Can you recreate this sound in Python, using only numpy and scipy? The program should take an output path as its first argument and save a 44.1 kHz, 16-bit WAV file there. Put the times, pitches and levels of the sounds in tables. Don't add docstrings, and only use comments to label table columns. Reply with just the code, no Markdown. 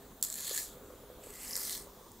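import sys
import numpy as np
from scipy import signal
from scipy.fft import rfft, irfft, next_fast_len
from scipy.io import wavfile

SR = 44100
rng = np.random.default_rng(int(sys.argv[2]) if len(sys.argv) > 2 else 0)


def waveform_to_disk(signal):
    frames = np.transpose(np.atleast_2d(signal))
    scaled = np.clip(frames, -1, 1) * 32767
    samples = np.round(scaled).astype(np.int16)
    wavfile.write(sys.argv[1], SR, samples)


def undo_db(level):
    steps = np.asarray(level, float) / 20
    return 10 ** steps


N = 97020


def rms_one(x):
    return x / np.sqrt(np.mean(x ** 2) + 1e-20)


def at_hz(points, hz):
    point_hz, point_db = np.transpose(points)
    return np.interp(np.log(hz), np.log(point_hz), point_db, left=-60, right=-60)


def drift(rate):
    r = np.exp(-16 * np.pi * rate / SR)
    noise = rng.standard_normal(N // 8 + 4002)
    slow = signal.lfilter([1], [1, -2 * r, r * r], noise)[4000:]
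    return np.interp(np.arange(N) / 8, np.arange(len(slow)), rms_one(slow))


def resonance(x, hz, width_hz):
    r = np.exp(-np.pi * width_hz / SR)
    ringing = [1, -2 * r * np.cos(2 * np.pi * hz / SR), r * r]
    return signal.lfilter(np.array([1, 0, -1]) * (1 - r * r) / 2, ringing, x)


def twice(x, hz, width_hz):
    wider_hz = 1.55 * width_hz
    return resonance(resonance(x, hz, wider_hz), hz, wider_hz)


def gliding(x, hz, width_hz):
    turn = np.exp(2j * np.pi * np.cumsum(hz) / SR)
    r = np.exp(-1.55 * np.pi * width_hz / SR)
    return 2 * np.real(turn * signal.lfilter([(1 - r) ** 2], [1, -2 * r, r * r], x / turn))


# (f/Hz, likeness/0-1)
LIKENESS = [(60, 0.99), (180, 0.96), (550, 0.98), (1650, 0.8), (4970, 0.5), (15000, 0.84)]


def banded_noise(spectrum, patchy_db, count):
    out = 0
    edges = 18 * 2 ** np.arange(0, 10, 1 / count)
    white = rng.standard_normal((2, 2, N + 8000))
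    likeness_hz, likeness = np.transpose(LIKENESS)
    for k, (low, high) in enumerate(zip(edges, edges[1:])):
        hz = np.sqrt(low * high)
        if spectrum[0][0] <= hz <= spectrum[-1][0]:
            band = signal.butter(2, [low, high], "band", fs=SR, output="sos")
            mid, side = signal.sosfilt(band, white[k % 2])[:, 8000:]
            alike = np.clip(np.interp(np.log(hz), np.log(likeness_hz), likeness), 0, 1)
            gain = undo_db(at_hz(spectrum, hz) + patchy_db * drift(6.9))
            out = out + gain * (np.sqrt(1 + alike) * mid + np.sqrt(1 - alike) * side * [[1], [-1]])
    return rms_one(out)


# (f/Hz, level/dB per Hz)
RUMBLE = [(12, -33), (20, 1.5), (53, 2.5), (113, -2), (409, -2.5), (526, -5.5), (742, -9.5), (1210, -7.5),
          (1500, -27.5), (1950, -15.5), (3300, -120)]
# (f/Hz, level/dB per Hz)
HISS = [(1400, -1), (2500, -11), (3600, 0.5), (5300, -10), (7000, -1), (10500, -6.5), (13500, -1.5),
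        (17000, 0.5)]


def rumble_and_hiss():
    rumble = undo_db(-57) * banded_noise(RUMBLE, patchy_db=2.5, count=3)
    hiss = undo_db(-60.5) * banded_noise(HISS, patchy_db=1.5, count=6)
    return rumble + hiss


# (t/s, level/dB)
WHIR = [
    (0, 2),
    (.3, -9.5),
    (.75, 3),
    (1.25, 0),
    (1.8, 0.5),
    (2.2, -7.5),
]
# (f/Hz, width/Hz, level/dB rms)
CASING = [(44.5, 8.4, -67), (250, 65, -66), (406, 6.9, -64.5), (500.6, 13, -64.5), (642, 23, -73),
          (1203, 33, -76)]


def whir():
    white = rng.standard_normal(N + 8000)
    busy = undo_db(np.interp(np.arange(N) / SR, *np.transpose(WHIR)))
    return busy * sum(undo_db(db) * rms_one(resonance(white, hz, width_hz)[8000:]) for hz, width_hz, db in CASING)


# (t/s, pressure level/dB, depth of cut/0-1, shavings cup level/dB, blade f/Hz)
TWIST_ONE = [
    (.2255, -58, 0, -9, 7500),
    (0.232, -37.5, 0.06, -3, 7200),
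    (.275, -47, 0.63, -3.5, 8000),
    (.43, -44, 0.9, 2, 6900),
    (.475, -40.5, 0.64, 4.5, 7850),
    (.53, -40, 0.78, 0, 6800),
    (0.584, -36, 0.92, -3, 7800),
    (.62, -42, 0.76, -4.5, 7460),
    (.76, -69, 0, 7.5, 7300),
]
TWIST_TWO = [
    (1.2, -72, 0.05, -2, 7900),
    (1.235, -57.5, .05, 0.5, 7800),
    (1.33, -55.5, 0.27, -1, 7840),
    (1.42, -47, 0.28, -1, 8040),
    (1.545, -43.5, 0.7, -7, 7500),
    (1.56, -43, 0.99, -11, 7900),
    (1.66, -42, 1, 2.5, 8000),
    (1.746, -42.5, 1, 10.5, 8160),
    (1.88, -68.5, 1, -10, 8260),
]


def grip(s):
    times, *columns = np.transpose(TWIST_ONE + TWIST_TWO)
    pressure_db, depth, cup_db, blade_hz = [np.interp(s, times, column) for column in columns]
    return pressure_db, np.clip(depth, 0, 1), cup_db, blade_hz


# (f/Hz, width/Hz, first twist light level/dB, deep level/dB, second twist light level/dB, deep level/dB)
HOUSING = [(930, 630, -10, -15, -12.5, -11), (1743, 132, -13, -1.5, -5.5, -6.5),
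           (1980, 190, -20, -6.5, 0.5, -4.5), (2550, 970, -27, -10.5, -1, -21.5),
           (3490, 545, -1.5, -8, -11, -10), (4280, 430, -2.5, 0, -4, -5), (4930, 850, -4, -7.5, -8, -1),
           (5970, 1700, -7.5, -7.5, -11, -3.5), (6790, 810, -1, -3, -6.5, -1.5),
           (8280, 880, -4, -2.5, -28, 1), (9370, 1060, -10, -5, -8.5, -3), (11100, 1430, 0.5, -3.5, -3, 0),
           (13050, 1100, -1, -2.5, -1, -1.5), (14240, 2400, -2, -9, -12, -3)]


def housing_db(mode, s):
    hz, _, light_one, deep_one, light_two, deep_two = mode
    _, depth, cup_db, _ = grip(s)
    second = s > TWIST_TWO[0][0]
    light_db = np.where(second, light_two, light_one)
    deep_db = np.where(second, deep_two, deep_one)
    return light_db + depth * (deep_db - light_db) + cup_db * (3000 < hz < 4500)


# (t/s, peak level/dB, favoured
# f/Hz, breadth level/dB)
SNAPS = [(0.2118, -41, 7100, 0), (0.226, -13.5, 7600, -4), (0.2273, -24, 10800, -10),
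         (0.2336, -28, 11890, -2), (0.2375, -21, 13610, 1), (0.249, -20.5, 7800, 8),
         (0.2822, -37, 7540, -2.5), (0.3006, -24, 7450, -8), (0.3217, -33, 7710, -8),
         (0.3262, -27, 7540, -3), (0.3406, -28, 7200, -1), (0.3556, -26.5, 7200, -2),
         (0.3575, -36, 11700, -21), (0.3639, -33, 7200, -10), (0.371, -36, 6840, 5), (0.3806, -32, 7410, 3),
         (0.3859, -27.5, 7300, -5), (0.3941, -28, 7450, -3), (0.4032, -30, 13000, 2),
         (0.4057, -29, 6870, -3), (0.423, -32, 6700, 0), (0.4303, -29.5, 6700, -2), (0.446, -30, 6980, -2),
         (0.4532, -33, 4200, -1), (0.4687, -27, 8130, -3), (0.4764, -27, 8100, -1), (0.479, -26, 8050, 3),
         (0.4945, -25, 7100, 3), (0.5044, -33, 4560, 4), (0.5106, -29, 4120, -10), (0.5171, -29, 4420, -4),
         (0.5314, -29, 7040, -1), (0.5405, -34, 8400, -4), (0.5426, -28, 7500, -8), (0.547, -24, 7240, -4),
         (0.5617, -23, 7860, -4), (0.565, -22, 7840, 2), (0.5762, -17.5, 7060, 4), (0.582, -27, 7240, 5),
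         (0.5869, -34, 14250, 0), (0.6151, -48, 10600, 6), (0.632, -31, 8200, 3), (0.6453, -36, 8100, -1),
         (0.6886, -42, 3830, -2),
         (1.2373, -39, 7500, -6), (1.2512, -51, 7750, -9), (1.262, -42, 7920, -12),
               (1.271, -50, 8050, -7), (1.3042, -33.5, 7500, -3), (1.337, -37, 8740, 3),
               (1.3568, -39, 7300, -9), (1.4162, -42, 7880, 3), (1.432, -33.5, 12100, 2),
               (1.4484, -39, 11670, 3), (1.479, -33, 5300, -2), (1.4971, -30, 13100, 6),
               (1.5083, -31, 5250, -4), (1.5287, -28, 5350, -4), (1.5322, -28.5, 5270, -14),
               (1.5547, -19, 5430, -1), (1.5618, -25, 7500, -9), (1.5652, -20, 13400, 3.5),
               (1.574, -29, 6850, 0), (1.5762, -24, 6600, 4), (1.5946, -29, 11300, -1),
               (1.6047, -27, 11800, 2), (1.6143, -32, 5330, 0), (1.6178, -35, 11100, 2),
               (1.6298, -30, 13310, 1), (1.6339, -28, 12700, 5), (1.65, -29, 8550, 10),
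               (1.6615, -43, 8350, -3), (1.6654, -32, 11400, 2), (1.6844, -39, 8050, 3),
               (1.695, -24.5, 7840, 7), (1.6994, -30, 10700, 3), (1.7068, -26.5, 11580, 0),
               (1.7198, -32, 11540, -13), (1.7247, -26.5, 7100, 1), (1.729, -24, 6100, 1),
               (1.7387, -40, 6160, -1), (1.7439, -39, 8600, -2), (1.7549, -28.5, 4670, 11),
               (1.7663, -32, 13350, -1), (1.7767, -29.5, 5760, 2), (1.7946, -45, 13300, -1),
               (1.8213, -41, 8530, -7), (2.117, -44, 7200, -1),
         (.2264, -24, 4600, -4),
]


def snaps():
    rise_s, t60_s, width_hz = 0.0007, 0.0065, 600
    out, t = np.zeros(N + 2048), np.arange(2048) / SR
    rows = SNAPS
    for (s, db, hz, broad_db), white in zip(rows, rng.standard_normal((len(rows), 2, 2048))):
        hard = 3 + (db > -21)
        burst = white * np.minimum(t / rise_s * hard ** 2, 1) * undo_db(-60 * t / t60_s)
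        body = 0
        for k, mode in enumerate(HOUSING[1:]):
            body = body + undo_db(housing_db(mode, s)) * twice(burst[k % 2], mode[0], mode[1])
        snap = rms_one(twice(burst[0], hz, width_hz)) + undo_db(broad_db) * rms_one(body)
        out[int(s * SR):][:2048] += undo_db(db - 1) * snap / np.abs(snap).max()
    return out[:N]


def shaving():
    fibres_per_s, spread_db = 5500, 3.1
    t = np.arange(N) / SR
    pressure_db, depth, _, blade_hz = grip(t)
    first = (t > TWIST_ONE[0][0]) & (t < TWIST_ONE[-1][0])
    second = (t > TWIST_TWO[0][0]) & (t < TWIST_TWO[-1][0])
    sizes = undo_db(spread_db * np.minimum(rng.exponential(1, (3, N)), 5)) * rng.choice([-1, 1], (3, N))
    clicks = sizes * (rng.random((3, N)) < fibres_per_s / SR)
    chatter = undo_db(1.0 * drift(300))
    fibres = rms_one(clicks * chatter) * undo_db(pressure_db + 6.5) * (first | second)
    blade_db = 4 + depth * (-2.5 - 4)
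    out = undo_db(blade_db) * gliding(fibres[2], blade_hz, 960)
    for k, mode in enumerate(HOUSING):
        wander_db = 1.5 * drift(25)
        out += undo_db(housing_db(mode, t) + wander_db) * twice(fibres[k % 2], mode[0], mode[1])
    return out


# (t/s, peak level/dB, f/Hz)
TICKS = [(0.51, -35.5, 400), (0.511, -32, 550), (0.768, -38.5, 524), (0.819, -45, 430), (0.902, -37, 555),
         (0.937, -38, 428), (1.001, -42.5, 520), (1.035, -36.5, 490), (1.1, -34, 520), (1.153, -55, 520),
         (1.185, -41, 540), (1.269, -34, 490), (1.304, -40.5, 427), (1.805, -37.5, 406),
         (1.835, -40.5, 410), (1.87, -37, 537), (2.01, -40.5, 450)]


def ticks():
    upper_hz, upper_db, rise_s, t60_s = 1126, -14, 0.00068, 0.025
    out, t = np.zeros(N + 4096), np.arange(4096) / SR
    fall = (1 - np.exp(-t / rise_s)) * undo_db(-60 * t / t60_s)
    for s, db, hz in TICKS:
        tick = np.sin(2 * np.pi * hz * t) + undo_db(upper_db) * np.sin(2 * np.pi * upper_hz * t)
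        out[int(s * SR):][:4096] += undo_db(db - 6.5) * tick * fall / fall.max()
    return out[:N]


def fingers():
    start_s, level_db, hz, width_hz = 1.8, -70.5, 5260, 2000
    rub = rms_one(twice(rng.standard_normal(N), hz, width_hz))
    return undo_db(level_db) * rub * np.clip(10 * (np.arange(N) / SR - start_s), 0, 1)


def room(x):
    t60_s, wall_cut_hz, share = 0.22, 29000, 0.53
    size = next_fast_len(N + SR)
    hz = np.arange(size // 2 + 1) * SR / size
    dull = 1 / (1 + 1j * hz / wall_cut_hz)
    tails = np.zeros((2, len(hz)), complex)
    for k, lag in enumerate(rng.uniform(0.006, 0.03, 16)):
        loop = undo_db(-60 * lag / t60_s) * dull ** (lag / 0.018) * np.exp(-2j * np.pi * hz * lag)
        tails[k % 2] += loop / (1 - loop) * (-1) ** (k // 2)
    thin = (hz / (hz + 120)) ** 2
    mid, side = irfft(tails * thin * rfft(x, size), size)[:, :N] / np.sqrt(8)
    return np.sqrt(1 + share) * mid + np.sqrt(1 - share) * side * [[1], [-1]]


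def scene():
    floor = rumble_and_hiss()
    close = whir() + snaps() + shaving() + ticks() + fingers()
    return close + undo_db(-7.5) * room(close) + floor


def band_limit(x):
    return signal.sosfilt(signal.butter(12, 16830, fs=SR, output="sos"), x)


def record(dry):
    top_cut = signal.cheby2(24, 60, 15950, fs=SR, output="sos")
    mix = signal.sosfilt(top_cut, dry)
    return band_limit(mix)


dry = scene()
out = record(dry)
waveform_to_disk(out)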